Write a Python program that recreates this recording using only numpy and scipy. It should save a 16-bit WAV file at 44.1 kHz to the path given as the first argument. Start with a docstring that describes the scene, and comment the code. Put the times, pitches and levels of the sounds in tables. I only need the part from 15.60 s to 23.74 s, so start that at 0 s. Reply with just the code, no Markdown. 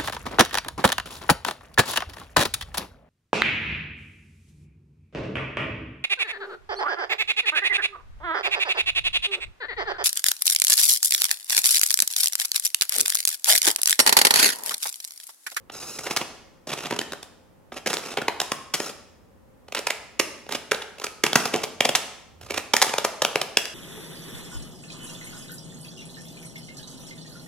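"""Sharp crunches and a dry rasp: a plastic knife picks at a crusty baguette near a stereo microphone.
Each crunch is brittle fracture, a burst of tiny breaks that thump the loaf, ring a flake of crust
and shed fine splinters. Between crunches, stick-slip friction of the edge excites blade and crust.
The bare room answers with a bright reverberant tail over quiet air noise."""
import sys
import numpy as np
from scipy import signal
from scipy.fft import rfft, irfft
from scipy.io import wavfile
from scipy.ndimage import map_coordinates

SR = 44100
rng = np.random.default_rng(int(sys.argv[2]) if len(sys.argv) > 2 else 0)


def waveform_to_disk(signal):
    """Save audio, clipped to [-1, 1], as 16-bit WAV at the path in sys.argv[1]."""
    frames = np.transpose(np.atleast_2d(signal))
    scaled = np.clip(frames, -1, 1) * 32767
    samples = np.round(scaled).astype(np.int16)
    wavfile.write(sys.argv[1], SR, samples)


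N = 358974
TIME = np.arange(N) / SR


def undb(db):
    """Amplitude ratio of a level in decibels."""
    return 10 ** (np.asarray(db) / 20)


def unit(x):
    """Normalisation to rms 1."""
    return x / np.sqrt(np.mean(x ** 2) + 1e-30)


def freqs(size):
    """Frequencies of a real spectrum, kept above zero."""
    return np.maximum(np.arange(size // 2 + 1) * SR / size, 1)


def along(f, table, column=1):
    """Interpolation of a table column over log frequency."""
    table = np.array(table, float)
    return np.interp(np.log(f), np.log(table[:, 0]), table[:, column])


def minimum_phase(gain):
    """Causality: folding the cepstrum gives the minimum-phase response of this magnitude."""
    cepstrum = irfft(np.log(gain + 1e-9))
    half = len(cepstrum) // 2
    cepstrum[1:half] *= 2
    cepstrum[half + 1:] = 0
    return np.exp(rfft(cepstrum))


def resonance(f, hz, width_hz):
    """Response of a damped oscillator, gain 1 at its centre."""
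    return 1 / (1 + 1j * (f / hz - hz / f) * hz / width_hz)


def wander(knots_per_s):
    """Interpolated random fluctuation with a spread near 1."""
    knots = rng.standard_normal(N // 20)
    return 1.24 * np.interp(TIME * knots_per_s, np.arange(len(knots)), knots)


def add(track, sound, start):
    """Superposition of a sound on a track from a given sample."""
    part = sound[:max(len(track) - start, 0)]
    track[start:start + len(part)] += part


def pan(db):
    """Intensity stereo: the two gains for a left-minus-right level."""
    return undb(np.array([[1], [-1]]) * db / 2)


def stereo_noise(size, coherence):
    """Partial coherence: two noise spectra share a mid part and oppose a side part."""
    mid, side = rfft(rng.standard_normal((2, size)))
    mid, side = mid * np.sqrt(1 + coherence), side * np.sqrt(1 - coherence)
    return np.array([mid + side, mid - side]) / np.sqrt(2)


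# Spectrum of still room air: frequency_hz, relative_density_db
AIR_SPECTRUM = [(15, -40), (25, -13), (84, -5), (130, -10.5), (212, -8.5), (384, -15), (516, -14),
                (641, -19.5), (840, -19), (4140, -39.5), (11900, -41), (16000, -42.5)]


def air(level_db=-55, coherence=.17, drone_hz=535, drone_width_hz=22, drone_db=4):
    """Ambient noise floor, in which a narrow resonance raises a faint drone."""
    f = freqs(N)
    drone = undb(drone_db) * resonance(f, drone_hz, drone_width_hz)
    colour = undb(along(f, AIR_SPECTRUM)) * (1 + drone)
    return unit(irfft(stereo_noise(N, coherence) * colour, N)) * undb(level_db)


# Bands of the room's tail: frequency_hz, level_db, t60_s, left_right_coherence
REVERB_BANDS = [(100, -4.5, 1, 0.78), (300, -7, 0.71, .8), (800, -5, 0.77, 0.67), (2500, -8, 0.75, 0.59),
                (6000, -8.5, 0.7, .1), (10000, -7, 0.54, 0), (16000, -6, 0.22, 0.092)]
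# Narrow resonances of the room and table: frequency_hz, width_hz, gain_db
NARROW_MODES = [(238, 6.9, 7.5), (424.7, 11, 1.5), (542, 5, -26), (1260, 3.4, -2.5), (3200, 37, -22)]


def reverberation(x, size=SR, gap_s=.00096, build_s=.0075, early_db=-3.5, early_s=.019):
    """A diffuse field builds within milliseconds and decays exponentially, sooner in the treble."""
    f, t = freqs(size), TIME[:size]
    noise = stereo_noise(size, along(f, REVERB_BANDS, column=3)) * undb(along(f, REVERB_BANDS))
    onset = np.clip((t - gap_s) / build_s, 0, 1) * (1 + undb(early_db) * np.exp(-t / early_s))
    tail = 0
    for hz, _, t60_s, _ in REVERB_BANDS:
        band = along(f, [(row[0], row[0] == hz) for row in REVERB_BANDS])  # triangular crossover
        decay = onset * np.exp(-np.log(1000) * t / t60_s)
        tail = tail + irfft(noise * band, size) * decay / np.sqrt(np.sum(decay ** 2))
    modes = 1 + sum(undb(db) * resonance(f, hz, width_hz) for hz, width_hz, db in NARROW_MODES)
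    impulse_response = irfft(rfft(tail) * modes, size)
    return signal.fftconvolve(x[None], impulse_response, axes=1)[:, :N]


# The knife's place on the loaf: time_s, left_minus_right_db, loaf_resonance_hz, thin_end_nearness (0-1)
KNIFE_PATH = [(.5, -2.5, 410, .1), (1.3, -2, 354, .1), (2.2, -3, 440, 0.75), (2.65, -1.8, 360.2, 0),
              (3.2, -1, 500, 0.33), (4.25, -4, 496, 0.9), (4.6, -4.5, 400, 0.82), (5.45, -3, 404, 0.96),
              (5.75, -3, 370, 0.02), (6.25, -1.3, 506.2, 0.15), (6.95, -4.5, 472.5, 1), (7.4, -2, 507, .2)]


def contact_point(time_s):
    """The point of excitation sets the stereo balance, the loaf's resonance and its thinness."""
    times, *columns = np.array(KNIFE_PATH, float).T
    return [np.interp(time_s, times, column) for column in columns]


# Response of the capsule pair: frequency_hz, right_lag_rad, left_minus_right_db
CAPSULES = [(98, .03, -2), (1960, 0.4, 2), (3600, 0.7, -1.5), (5010, 2.09, 2.5), (6050, 0.99, 2.5),
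            (8950, 2.16, 1), (11480, 1.67, 0.5), (14100, 2.2, -3.5)]


def direct_path(x, echo_s=.0148, echo_db=-20):
    """Direct sound and one near-wall reflection reach the capsules with unequal phase and level."""
    f = freqs(N)
    phase = np.exp(.5j * along(f, CAPSULES) * np.array([[1], [-1]]))
    capsules = phase * pan(along(f, CAPSULES, column=2))
    comb = 1 + undb(echo_db) * np.exp(-2j * np.pi * f * echo_s)
    balance_db, _, _ = contact_point(TIME)
    return irfft(rfft(x) * comb * capsules, N) * pan(balance_db)


def handling(peak_s=6.83, level_db=-45.5, rise_s=.068, fall_s=.11, hz=90, width_hz=32):
    """Friction of the loaf turning in the hand: one swell of low narrow-band noise."""
    rumble = unit(irfft(rfft(rng.standard_normal(N)) * resonance(freqs(N), hz, width_hz) ** 2, N))
    t = TIME - peak_s
    return rumble * undb(level_db) * np.exp(np.minimum(t / rise_s, -t / fall_s))


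# Faint tones after a flick of the blade: start_s, pitch_hz, level_db, t60_s
FLICK_TONES = [(2.919, 1071, -40, 0.73), (2.92, 1117, -43, .7)]


def flick_ring(waver_rad=.5):
    """Free decay: two close, wavering tones beat as they die away."""
    out, t = np.zeros(N), TIME[:SR]
    for start_s, pitch_hz, level_db, t60_s in FLICK_TONES:
        phase = 2 * np.pi * pitch_hz * t + waver_rad * wander(50)[:SR]
        decay = np.exp(-np.log(1000) * t / t60_s)
        add(out, undb(level_db) * np.sin(phase) * decay, int(start_s * SR))
    return out


def loaf_radiation(f, time_s, middle_hz=59.6, thin_end_hz=280):
    """A small body radiates little bass: a high-pass whose cutoff rises towards the thin end."""
    _, _, thinness = contact_point(time_s)
    ratio = 1j * f / (middle_hz + (thin_end_hz - middle_hz) * thinness)
    return ratio ** 2 / (1 + np.sqrt(2) * ratio + ratio ** 2)


# Spectrum of breaking crust: frequency_hz, relative_density_db
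CRUST_SPECTRUM = [(60, -21.5), (150, 1.5), (400, -2), (900, 0.5), (1500, -0.5), (2400, -0.5), (3300, -0.5),
                  (4100, -2.5), (5200, 0.5), (7200, -5), (8600, -9.5), (10500, -9), (13000, -17.5),
                  (16000, -25)]


def crust_bands(size, low_hz=700, high_hz=4000, order=3.237):
    """Smaller parts radiate higher: the spectrum divides among loaf, flakes and splinters."""
    f = freqs(size)
    colour = undb(along(f, CRUST_SPECTRUM))
    low = 1 / (1 + (f / low_hz) ** (2 * order))
    high = 1 / (1 + (high_hz / f) ** (2 * order))
    return [minimum_phase(colour * np.sqrt(share)) for share in (low, (1 - low) * (1 - high), high)]


def blade(f, freedom, round_trip_hz=1335, reflection=.58):
    """Bending waves return from the blade's tip as standing waves; freedom is 1 sliding, 0 pinned."""
    return 1 / (1 - freedom * reflection * np.exp(-2j * np.pi * f / round_trip_hz))


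# Strokes of the edge over the crust: start_s, end_s, level_db, roughness (0 sliding, 1 catching)
EDGE_STROKES = [(0.117, 0.193, -43.5, .1), (0.198, 0.379, -42, 0), (0.386, 0.54, -39.5, 0.26),
                (1.075, 1.144, -35, 0.54), (1.162, 1.274, -39, .55), (1.297, 1.377, -39, 0.75),
                (2.13, 2.199, -46, 0.55), (2.26, 2.42, -37, .4), (2.419, 2.544, -39, 0.51),
                (3.161, 3.318, -39, .25), (4.15, 4.2, -36, .7), (4.892, 4.965, -37, 0.4),
                (5.384, 5.479, -44, 0.5), (5.771, 5.894, -35.5, 0.37), (5.922, 6.054, -43, 0.73),
                (6.808, 6.89, -49, 0.52), (6.9, 7.006, -39.5, 0.7), (7.235, 7.297, -33.5, 0.54)]


def rasp(gain_db=-3.5, blister_db=5, catch_db=13, edge_s=.0036, sag=.048, wobble=.034, size=16384):
    """Stick-slip friction: a smooth slide sings in the blade, a rough one catches and crackles."""
    f, out = freqs(size), np.zeros(N)
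    friction = rng.standard_normal(N)
    blisters = np.minimum(rng.exponential(size=N), 4)
    catching, pressure, grip = wander(220), wander(70), wander(40)
    loaf, flake, splinter = crust_bands(size)
    hollow = loaf * (.41 + resonance(f, 410, 110) + .5 * resonance(f, 710, 250))
    for start_s, end_s, level_db, roughness in EDGE_STROKES:
        span = slice(int(start_s * SR), int(end_s * SR))
        t = TIME[span]
        contact = np.clip(np.minimum(t - start_s, end_s - t) / edge_s, 0, 1) * undb(2 * pressure[span])
        snags = undb(roughness * (blister_db * blisters[span] + catch_db * catching[span]))
        force = rfft(friction[span] * contact * snags, size)
        singing = blade(f, freedom=1 - roughness / 4)  # digging in damps the blade
        # a smoother slide hisses higher and louder
        tilt_db_per_octave, hiss_db = 3.5 * (.5 - roughness), 7 - 12 * roughness
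        hiss = splinter * undb(tilt_db_per_octave * np.log2(f))
        voices = [(hollow * loaf_radiation(f, start_s), -3),
                  (flake * singing, 0),
                  (hiss * singing, hiss_db)]
        sound = sum(unit(irfft(force * response)) * undb(level_db + db) for response, db in voices)
        # the resonances waver and sink as the contact moves along the blade
        glide = np.clip(1 - 2 * np.arange(size) / len(t), -1, 1)
        speed = 1 + sag * glide + wobble * grip[span.start:span.start + size]
        sound = map_coordinates(sound, [np.cumsum(speed)], order=5)
        add(out, sound * np.sqrt(len(t) / size) * undb(gain_db), span.start)
    return out


def crumb_events(max_count=12, full_rough_per_s=90, typical_ms=4, typical_hz=3000, scatter_db=1.9):
    """A jittered impulse train: rows of small crunches along each stroke, denser with roughness."""
    rows = []
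    thump_db = splinter_db = -3
    for start_s, end_s, level_db, roughness in EDGE_STROKES:
        jitter = rng.random(max_count)
        deviations = np.clip(rng.standard_normal((max_count, 3)), -2, 2)
        times = start_s + (np.arange(max_count) + jitter) / (full_rough_per_s * max(roughness, .05))
        rows += [(time_s, typical_ms * 2 ** (length / 2), level_db + scatter_db * force,
                  typical_hz * np.exp(.45 * pitch), thump_db, splinter_db)
                 for time_s, (length, force, pitch) in zip(times, deviations) if time_s < end_s]
    return rows


def fractures(length_ms, size, count=64, scatter_db=5, spread=.4, taper=.2):
    """Crack growth: the spectrum of a burst of tiny breaks that swells quickly and ends more slowly."""
    timing, strength, polarity = rng.standard_normal((count, 3)).T
    offset = np.minimum(9 * np.expm1(np.maximum(1.15 * timing, -2.9) / 7), 4)  # skewed late
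    force = np.sign(polarity) * undb(scatter_db * np.clip(strength, -2, 2))
    force *= np.exp(-np.abs(offset) * taper)
    samples = np.clip(size // 4 + offset * spread * length_ms * SR / 1000, 0, size - 1).astype(int)
    return rfft(np.bincount(samples, force / np.linalg.norm(force), size))


# Prominent cracks in the crust: peak_s, length_ms, level_db, flake_hz, thump_db, splinter_db
# level_db is the flake's level over 10 ms; thump and splinters are relative to it.
CRUST_CRACKS = [(.1004, 2.8, -38, 884, -7, -11), (.3918, 4.9, -33.5, 800, -6.5, 2),
                (.4696, 8.3, -27.5, 800, -4, -5), (.511, 3.9, -25.5, 890, -6, -3),
                (.5647, 1.7, -24, 765, -18, 1.5), (.5722, 4, -22, 3500, -12.5, 0.5),
                (.6133, 5.9, -28, 2680, -2, -6), (1.0746, 4.7, -40, 810, 5.5, 3),
                (1.1198, 4.7, -31.5, 3610, -3, -5), (1.1315, 5.7, -28, 3540, -9, -6),
                (1.2581, 9.1, -30, 3382, -2, -7), (1.3106, 3.7, -27.5, 1740, -2.5, -5),
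                (1.3267, 3.9, -28.5, 980, 2, -11), (1.391, 1.8, -23.5, 3160, -7, -2.5),
                (1.4148, 1.96, -30, 1840, -5, -2), (1.5222, 1.8, -33.5, 3600, -3.5, -3),
                (1.5344, 2.2, -33.5, 1400, -2.5, -4), (1.6301, 3, -38, 3800, -12, 0),
                (2.1226, 3.1, -38.5, 1350, 1.5, -14), (2.1724, 7.8, -34, 2500, -2, -3),
                (2.2641, 4.5, -25.5, 1802, -1.5, -4), (2.2738, 5.3, -25.5, 2620, -2.5, 1.5),
                (2.3043, 4.9, -29, 3600, -3.5, -2), (2.3314, 0.35, -26, 3640, -14, -2),
                (2.34, 7.2, -26.5, 3590, -4, 1.5), (2.3696, 0.7, -27.5, 3600, -8.5, -4.5),
                (2.5742, 3.6, -23, 991, -3.5, -8), (2.5844, 7.2, -28.5, 2266, 1, -9),
                (2.6194, 4, -28.5, 1420, -3, -8), (2.6839, 2.5, -18, 920, -8.5, -9),
                (2.8025, 2.1, -20, 3760, -15, -2), (2.8165, 2.3, -26, 815, -5.5, 1),
                (2.9194, 2.3, -23, 1053, -6.5, -1), (3.1406, 2.7, -22.5, 3334, -13.5, 1),
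                (3.1468, 6.7, -25, 2144, -7.5, 2), (3.2025, 2.2, -29, 1740, 1.5, 0),
                (4.0856, 3.5, -45, 810, -1.5, -5), (4.125, 3, -33.5, 2522, -5, -4),
                (4.1495, 1.7, -26, 1910, -14.5, -1.5), (4.171, 6.2, -27.5, 2530, -8.5, -12),
                (4.1916, 3.5, -34.5, 2660, 3, 4), (4.2715, 3, -21.5, 2374, -10, -2),
                (4.306, 4.8, -21, 2390, -9.5, -4), (4.5987, 4.8, -17, 2270, -4.5, 0),
                (4.866, 2.8, -48, 836, 3, -8), (4.9103, 4.8, -36, 1860, -4, -6),
                (4.924, 2.1, -26, 4000, -14, -3), (4.952, 5.9, -26, 2680, -4, -3.5),
                (5.1132, .76, -28.5, 3695, -5, -3), (5.1184, 2.4, -17.5, 1740, -4.5, -5),
                (5.1467, 2.9, -29, 3740, -4, -6), (5.2221, 4.4, -32, 3130, -15, -8),
                (5.4187, 5.1, -34.5, 870, -4, -6), (5.4435, 4.6, -27.5, 1298, -4, 2),
                (5.4679, 2.8, -31, 2454, -10, -4), (5.6393, 3.5, -16, 1910, -4.5, -1),
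                (5.6657, 3.4, -21.5, 2510, -9, -2.5), (5.7316, .98, -20.5, 3370, -11.5, -4.5),
                (5.7589, 3.7, -11.5, 1288, -8, -1), (5.8562, 3.3, -25.5, 930, -6, 0),
                (5.941, 3.4, -22, 2993, 1, -5), (5.9531, 4.9, -30.5, 980, 7, -6),
                (5.9617, 1, -30.5, 820, 0, 2), (6.0387, 5.1, -25.5, 3176, -4, 0),
                (6.2077, 2.2, -14.5, 2860, -7.5, -5.5), (6.2531, 5, -18.5, 2710, -2.5, -1),
                (6.2929, 3.4, -21, 2900, -0.5, -2), (6.3518, 1.4, -16.5, 3270, -30, -6),
                (6.3566, 4.4, -20.5, 2834, -13.5, 4), (6.908, 3.7, -29, 2430, -1, -2.5),
                (6.9445, 4.3, -30.5, 2490, -8, -2), (6.979, 4.5, -23.5, 2470, -5, -2),
                (7.1386, 3.7, -14, 3520, -6.5, -2), (7.1672, 2.1, -19, 1852, -17, 1.5),
                (7.2174, .9, -16, 3445, -21, -3), (7.2252, 4.3, -14, 855, -12, 2),
                (7.3397, 3.8, -23, 879, -6.5, -6), (7.384, 3.5, -21, 3310, -3.5, -1.5),
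                (7.4489, 4, -20, 1210, -2, -0.5), (7.622, 3.5, -19, 3090, -2, -0.5),
                (7.6501, 1.4, -17.5, 3020, -6, -4), (7.758, 2, -19, 2360, -2, -5.5),
                (7.8168, 3.4, -23, 2930, -6, -0.5), (7.9721, 2, -13, 3200, -12.5, -1.5),
                (8.0554, .72, -34.5, 3030, -33, 3)]


def crunches(events, size=4096, loaf_q=1.68, loaf_thud=.33, flake_q=4.5, flake_ring=1.43, give=.73):
    """Brittle fracture: each burst drives a flake and splinters, and jolts the loaf as the crust yields."""
    f, out = freqs(size), np.zeros(N)
    loaf, flake, splinter = crust_bands(size)
    jolt = give * np.exp(-2j * np.pi * f * (size // 4) / SR)  # one push at the height of the burst
    for peak_s, length_ms, level_db, flake_hz, thump_db, splinter_db in events:
        burst = fractures(length_ms, size)
        _, loaf_hz, _ = contact_point(peak_s)
        loaf_mode = loaf_thud + resonance(f, loaf_hz, loaf_hz / loaf_q)
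        flake_mode = 1 + flake_ring * resonance(f, flake_hz, flake_hz / flake_q)
        voices = [((burst + jolt) * loaf * loaf_radiation(f, peak_s) * loaf_mode, thump_db),
                  (burst * flake * flake_mode, 0),
                  (burst * splinter, splinter_db)]
        sound = sum(unit(irfft(spectrum)) * undb(level_db + db) for spectrum, db in voices)
        add(out, sound * np.sqrt(.01 * SR / size), int(peak_s * SR) - size // 4)
    return out


def scene(shared_power=.7):
    """Direct plus diffuse field; by directivity, a crack sends a partly different burst to the walls."""
    scraping = rasp() + flick_ring() + handling()
    off_axis, on_axis = crunches(CRUST_CRACKS), crunches(CRUST_CRACKS)
    background = air()
    scraping += crunches(crumb_events())
    close = on_axis + scraping
    walls = np.sqrt(shared_power) * reverberation(close)
    walls += np.sqrt(1 - shared_power) * reverberation(off_axis + scraping)
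    return background + walls + direct_path(close)


def record(dry, cutoff_hz=15900):
    """Saturation and band limiting: peaks clip at full scale, then a steep low-pass cuts the top."""
    lowpass = signal.ellip(10, .2, 70, cutoff_hz, fs=SR, output="sos")
    return signal.sosfilt(lowpass, np.clip(dry, -1, 1))


dry = scene()
out = record(dry)
waveform_to_disk(out)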